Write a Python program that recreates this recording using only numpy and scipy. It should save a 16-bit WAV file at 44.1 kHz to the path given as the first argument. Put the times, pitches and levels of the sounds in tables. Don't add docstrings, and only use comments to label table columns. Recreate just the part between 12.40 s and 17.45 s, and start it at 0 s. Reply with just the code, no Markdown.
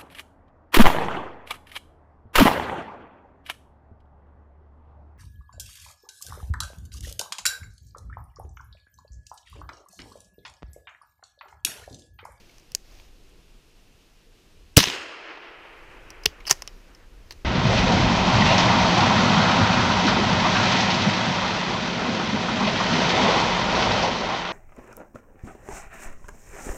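import sys
import numpy as np
from scipy import signal
from scipy.fft import rfft, irfft, next_fast_len
from scipy.io import wavfile

SR = 44100
rng = np.random.default_rng(int(sys.argv[2]) if len(sys.argv) > 2 else 0)


def int16_out(signal):
    q = np.round(np.clip(np.atleast_2d(signal).T, -1, 1) * 32767)
    wavfile.write(sys.argv[1], SR, q.astype(np.int16))


def undo_db(level):
    steps = np.asarray(level, float) / 20
    return 10 ** steps


N = 222616
TIME = np.arange(N) / SR
SHOT_S = 2.378
AFTER = np.maximum(TIME - SHOT_S, 0)


def rms_one(x):
    return x / np.sqrt(np.mean(x ** 2) + 1e-20)


def low_pass(x, hz, order):
    return signal.sosfilt(signal.butter(order, hz, fs=SR, output="sos"), x)


def level_curve(rows):
    s, db = np.transpose(rows)
    return np.interp(TIME, s, db)


def at_hz(points, hz, axis=1):
    return np.interp(np.log(hz), np.log(np.array(points)[:, 0]), np.array(points)[:, axis])


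def drift(rate):
    r = np.exp(-80 * np.pi * rate / SR)
    noise = rng.standard_normal(N // 40 + 2002)
    slow = signal.lfilter([1], [1, -2 * r, r * r], noise)[2000:]
    return np.interp(np.arange(N) / 40, np.arange(len(slow)), rms_one(slow))


def bands(spectrum, low_hz, high_hz):
    size = next_fast_len(N + 8000)
    colour = undo_db(at_hz(spectrum, np.arange(1, size // 2 + 2) * SR / size))
    noise = irfft(rfft(rng.standard_normal((2, size))) * colour, size)
    edges = low_hz * 2 ** np.arange(0, np.log2(high_hz / low_hz), 1 / 3)
    for k, (low, high) in enumerate(zip(edges, edges[1:])):
        band = signal.butter(2, [low, high], "band", fs=SR, output="sos")
        yield np.sqrt(low * high), signal.sosfilt(band, noise[k % 2])[-N:]


def coloured(spectrum, low_hz, high_hz, patchy_db, rate):
    together = drift(rate / 4)
    total = 0
    for _, band in bands(spectrum, low_hz, high_hz):
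        total = total + undo_db(patchy_db * (together + drift(rate))) * band
    return rms_one(total)


# frequency in Hz, width in Hz, level in dB.
PORT = [(423, 300, -17.5), (1010, 240, -5.5), (1680, 420, -5), (2900, 730, -1.5), (4200, 1600, -3.5),
        (5160, 290, -3.5), (6300, 440, -5), (10000, 2100, -18.5), (14300, 5700, -16.5)]


def bursts(rows, first_db, tail_db, tail_t60, own_db, own_width):
    out, t = np.zeros(N), np.arange(int(.2 * SR)) / SR
    for s, peak_db, t60, rise, tilt_db, own_hz in rows:
        decay = undo_db(-60 * t / t60) + undo_db(tail_db - 60 * t / tail_t60)
        spray = rng.standard_normal(len(t)) * (1 - np.exp(-t / rise)) * decay
        spray[round(rise * SR)] += undo_db(first_db) * np.exp(-rise / .0008)
        rung = 0
        for k, (hz, width_hz, level_db) in enumerate(PORT + [(own_hz, own_width * own_hz, own_db)]):
            r, w = np.exp(-np.pi * width_hz / SR), 2 * np.pi * hz / SR
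            gain = undo_db(level_db + tilt_db * np.log2(hz / 4000))
            zeros, poles = [(1 - r * r) / 2, 0, (r * r - 1) / 2], [1, -2 * r * np.cos(w), r * r]
            rung = rung + (-1) ** k * gain * signal.lfilter(zeros, poles, spray)
        at = round(s * SR)
        out[at:at + len(t)] += (undo_db(peak_db) * rung / np.abs(rung).max())[:N - at]
    return out


def struck(rows, rise, tilt_db):
    return [(s, peak_db, t60, rise * t60, tilt_db, hz) for s, peak_db, t60, hz in rows]


def metal(rows, tilt_db):
    contacts = struck(rows, .03, tilt_db)
    return bursts(contacts, first_db=15, tail_db=-42.5, tail_t60=.23, own_db=7.5, own_width=.16)


# frequency in Hz, density in dB per Hz.
WIND = [(7.1, -32), (12, 2.5), (33, 1.5), (68, -12.5), (98, -16), (134, -30.5), (200, -28.5), (260, -51.5),
        (440, -120)]
# time in seconds, level in dB.
GUSTS = [(0, -54), (.4, -56.5), (.6, -50), (1.1, -55), (1.7, -57), (2.1, -55), (2.25, -46.5), (2.36, -52.5),
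         (2.9, -57), (3.3, -57), (3.65, -47.5), (4.1, -49), (4.27, -45.5), (4.5, -53.5), (4.85, -41),
         (5.05, -46.5)]


def wind():
    return undo_db(level_curve(GUSTS)) * coloured(WIND, 14, 220, patchy_db=-.56, rate=6.9)


# frequency in Hz, density in dB per Hz.
DRONE = [(59, -31), (100, 0.5), (215, -1), (347, -0.5), (435, -3.5), (479, -2.5), (550, -11), (800, -23),
         (1040, -50.5), (1760, -120)]
# time in seconds, level in dB.
SWELL = [(0, -59.5), (.6, -63.5), (1.0, -59.5), (1.3, -66), (1.7, -63), (2.3, -64), (3.6, -58.5),
         (5.05, -63)]


def drone():
    return undo_db(level_curve(SWELL)) * coloured(DRONE, 100, 900, patchy_db=1.2, rate=5.0)


# frequency in Hz, density in dB per Hz.
HISS = [(450, -30), (600, -9), (1200, -12.5), (2100, -13), (2700, -8.5), (3400, -12.5), (5300, -14.5),
        (6700, -17.5), (7600, -20.5), (12000, -25), (15200, -28), (15500, -62)]


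def hiss():
    return undo_db(-63) * coloured(HISS, 400, 19000, patchy_db=.53, rate=14.0)


def background():
    duck_db, dive_s, climb_s = 16, .14, .59
    recovery = np.exp(-(np.maximum(AFTER - dive_s, 0) / climb_s) ** 2)
    gain_db = -duck_db * np.minimum(AFTER / dive_s, 1) * recovery
    return undo_db(gain_db) * (wind() + drone() + hiss())


# peak time in seconds, level in dB, swell in dB per second, fade in dB per second.
CLOTH = [
    (0, -63, 100, 198),
    (.13, -63, 43, 77),
    (.515, -62.5, 94, 57),
    (.6, -61.5, 61, 150),
    (4.13, -55, 904, 94.5),
    (4.35, -65, 30, 37),
    (4.93, -65.5, 68.5, 8),
]


def cloth():
    level = 0
    for s, db, swell, fade in CLOTH:
        level = level + undo_db(db - np.where(TIME < s, swell * (s - TIME), fade * (TIME - s)))
    colour = [(500, 3.5), (1200, -5), (2300, -2), (3600, -4), (5200, -2), (6600, -5.5), (8000, -16.5),
              (15200, -15.5), (15500, -48.5)]
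    return level * undo_db(.9 * drift(80)) * coloured(colour, 500, 16500, patchy_db=.5, rate=20.0)


# start in seconds, peak in dB, t60 in seconds, own ring in Hz.
TICKS = [(.094, -47.5, .02, 2290), (.1826, -39.5, 0.0094, 5760), (.197, -46, .016, 6000),
         (.5991, -39, 0.0068, 2520), (.893, -55.5, .015, 9500), (3.7031, -29, 0.02, 5295),
         (4.0029, -37, 0.035, 2240), (4.5482, -39.5, .02, 5140), (4.9083, -23.5, 0.01302, 4300),
         (4.9105, -38, 0.075, 4080), (4.922, -34, 0.02, 6060)]


def loose_ticks():
    return metal(TICKS, tilt_db=-2.5)


# start in seconds, peak in dB, t60 in seconds, own ring in Hz.
CATCH = [
    (.3185, -35, 0.0128, 5650),
    (.3496, -3, 0.0065, 6300),
    (.3506, -18, 0.013, 4750),
    (.3585, -34, 0.004, 7200),
]


def safety_catch():
    return metal(CATCH, tilt_db=3.5)


# start in seconds, peak in dB, pitch in Hz, t60 in seconds.
KNOCKS = [(.32, -46, 150, .04), (.35, -40, 420, .025), (2.3685, -15, 250, .02), (2.3803, -14, 420, .04),
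          (2.3817, -12, 285, .035), (2.384, -22, 120, .12), (2.3885, -18, 230, .05), (2.407, -17, 185, .05),
          (2.472, -24, 400, .03), (2.473, -26, 190, .04), (3.858, -21, 430, .045), (3.862, -33, 150, .06),
          (3.868, -29, 70, .095), (4.11, -25, 390, .05), (4.111, -29, 140, .07), (4.2245, -35, 5300, .019),
          (4.277, -35, 5300, .035)]


def knocks():
    out = np.zeros(N)
    for s, peak_db, hz, t60 in KNOCKS:
        t = np.maximum(TIME - s, 0)
        out += undo_db(peak_db - 60 * t / t60) * np.sin(2 * np.pi * hz * t)
    return out


# start in seconds, peak in dB, t60 in seconds, own ring in Hz.
CRACKS = [
    (2.364, -22, .04, 3000),
    (2.3663, -8, .02, 7000),
    (2.3679, 0, .012, 2800),
    (2.3704, 9, .03, 6200),
    (2.3776, 10, .005, 6000),
    (2.3795, -5, .05, 5300),
]
# time in seconds, gain in dB.
DEAF = [(2.3729, 0), (2.3736, -20), (2.3775, -20), (2.3776, 0)]


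def crack():
    rows = struck(CRACKS, .013, 0)
    jet = bursts(rows, first_db=10, tail_db=-60, tail_t60=.05, own_db=0, own_width=.3)
    return undo_db(level_curve(DEAF)) * jet


# start in seconds, height in dB, time to zero in seconds, decay in seconds,
# time in seconds when the ground bounce cancels it.
BLAST = (2.3728, 10, .0023, .004, 2.3795)


def blast():
    s, height_db, zero_s, decay_s, bounce_s = BLAST
    t = np.maximum(TIME - s, 0)
    before_bounce = (t > 0) * (t < bounce_s - s)
    wave = undo_db(height_db) * before_bounce * (1 - t / zero_s) * np.exp(-t / decay_s)
    bounce = undo_db(-4) * (t >= bounce_s - s) * np.exp(-np.abs(t + s - bounce_s) / .0015)
    return -low_pass(wave + bounce, 1200, order=2)


# frequency in Hz, starting density in dB per Hz, t60 in seconds.
NEAR = [(60, -9, 0.24), (150, -5.5, 0.18), (330, -5, .33), (799, -13.5, .42), (1800, -4, 0.57),
        (3000, -1.5, 0.66), (4300, 3, 0.28), (6200, -2, .31), (7656, -16.5, 0.65), (10000, -10, 0.16),
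        (15200, -16.5, 0.39), (15700, -54, .25)]


def near_wood():
    grain_db = 2.0 * drift(90)
    near = 0
    for hz, band in bands(NEAR, 50, 19000):
        near = near + undo_db(grain_db - 60 * AFTER / at_hz(NEAR, hz, axis=2)) * band
    return undo_db(-12.5) * near * np.clip(AFTER / .0036, 0, 1)


# frequency in Hz, density in dB per Hz.
ROLL_COLOUR = [(120, -30), (200, -18), (330, 5), (700, 0.5), (1300, 2), (2600, 2), (3150, -3.5),
               (3450, -11), (5200, -18), (6500, -31), (9000, -57.5)]


def far_wood():
    air_db_per_s, last_slope_s = 12, 3.746
    far = 0
    for hz, band in bands(ROLL_COLOUR, 100, 10500):
        air_db = air_db_per_s * (hz / 4000) ** 2 * (AFTER - .73)
        far = far + undo_db(.8 * drift(45) - air_db) * band
    roll_db = -43 + 13 * np.exp(-AFTER / .38) - 2 * AFTER
    roll_db = roll_db - 9.5 * np.maximum(AFTER + SHOT_S - last_slope_s, 0)
    roll_db = roll_db + 1.5 * drift(7)
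    return undo_db(roll_db) * np.clip(AFTER / .098, 0, 1) * rms_one(far)


# frequency in Hz, density in dB per Hz.
BOOM = [(40, -5.5), (80, -2), (160, -9), (300, 1.5), (450, -15), (700, -26.5)]


def slope_boom():
    level = undo_db(-39 - 60 * AFTER / .91) * (AFTER > 0)
    return level * coloured(BOOM, 40, 800, patchy_db=2.0, rate=47.0)


# start in seconds, peak in dB, own ring in Hz.
ECHOES = [(2.3893, -5, 1560), (2.3907, -3, 5150), (2.3997, -9, 4000), (2.4024, -4, 3440), (2.4052, 0, 4200),
          (2.4285, -11, 4400), (2.4306, -9, 4400), (2.4368, -9, 3540), (2.4396, -2, 4300),
          (2.456, -16, 2520), (2.4718, -15, 3580), (2.4758, -15, 3600), (2.4826, -13, 3300),
          (2.4988, -15, 5800), (2.5003, -14, 2390), (2.524, -21, 2000), (2.972, -33, 1700),
          (3.0391, -41, 2000), (3.1109, -38, 2200), (3.25, -39, 994)]


def trunks():
    rows = []
    for s, db, hz in ECHOES:
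        delay = s - SHOT_S
        t60 = .007 - .0009 * min(db, 0)
        rise = .012 * t60 + .003 * delay
        rows.append((s, db, t60, rise, -.5 - 14 * delay, hz))
    echoes = bursts(rows, first_db=21, tail_db=-24.0, tail_t60=.09, own_db=0, own_width=.4)
    bright = undo_db(-60 * AFTER / .25)
    dull = low_pass(low_pass(echoes[::-1], 7200, order=4)[::-1], 7200, order=4)
    return dull + bright * (echoes - dull)


# start in seconds, peak in dB, t60 in seconds, own ring in Hz.
LIFT = [
    (3.8345, -33.5, 0.025, 4930),
    (3.8548, -24, .04, 3515),
    (3.8574, -3.5, 0.0081, 6300),
    (3.8586, -3, 0.012, 4720),
    (3.86, -2.5, 0.0078, 3000),
    (3.8685, -34.5, 0.051, 4960),
]


def bolt_lift():
    return metal(LIFT, tilt_db=-.7)


# start in seconds, peak in dB, t60 in seconds, own ring in Hz.
DRAW = [(4.0533, -32, .012, 3000), (4.061, -38, .025, 4430), (4.0667, -23, .05, 5190),
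        (4.0755, -17, .015, 4900), (4.0803, -20, .02, 4800), (4.0895, -29, .03, 4400),
        (4.0945, -25, .02, 4620), (4.0968, -11, .012, 4830), (4.0985, -18, .03, 5290),
        (4.1025, -24, .03, 7500), (4.1045, -13, .022, 6200), (4.1096, 3, .012, 6200),
        (4.111, -2, .015, 6000), (4.1142, -14, .04, 5600), (4.1247, -17, .018, 6200)]


def bolt_draw():
    return metal(DRAW, tilt_db=-2.4)


# start in seconds, peak in dB, t60 in seconds, own ring in Hz.
CASE = [
    (4.2209, -21.5, 0.012, 5630),
    (4.2242, -42, 0.016, 5400),
    (4.2758, -22, 0.0066, 5660),
    (4.2775, -36, .03, 3000),
]


def brass_case():
    return metal(CASE, tilt_db=-3.5)


def scene():
    before = background() + cloth() + loose_ticks() + safety_catch() + knocks()
    shot = crack() + blast() + near_wood() + far_wood() + slope_boom() + trunks()
    reload = bolt_lift() + bolt_draw() + brass_case()
    return (before + shot + reload)[None]


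def top_cut(x):
    return signal.sosfilt(signal.butter(12, 16510, fs=SR, output="sos"), x)


def record(dry):
    clipped = dry / (1 + np.abs(dry / .9) ** 6) ** (1 / 6)
    top = signal.cheby2(10, 40, 16600, fs=SR, output="sos")
    return top_cut(signal.sosfilt(top, clipped))


dry = scene()
out = record(dry)
int16_out(out)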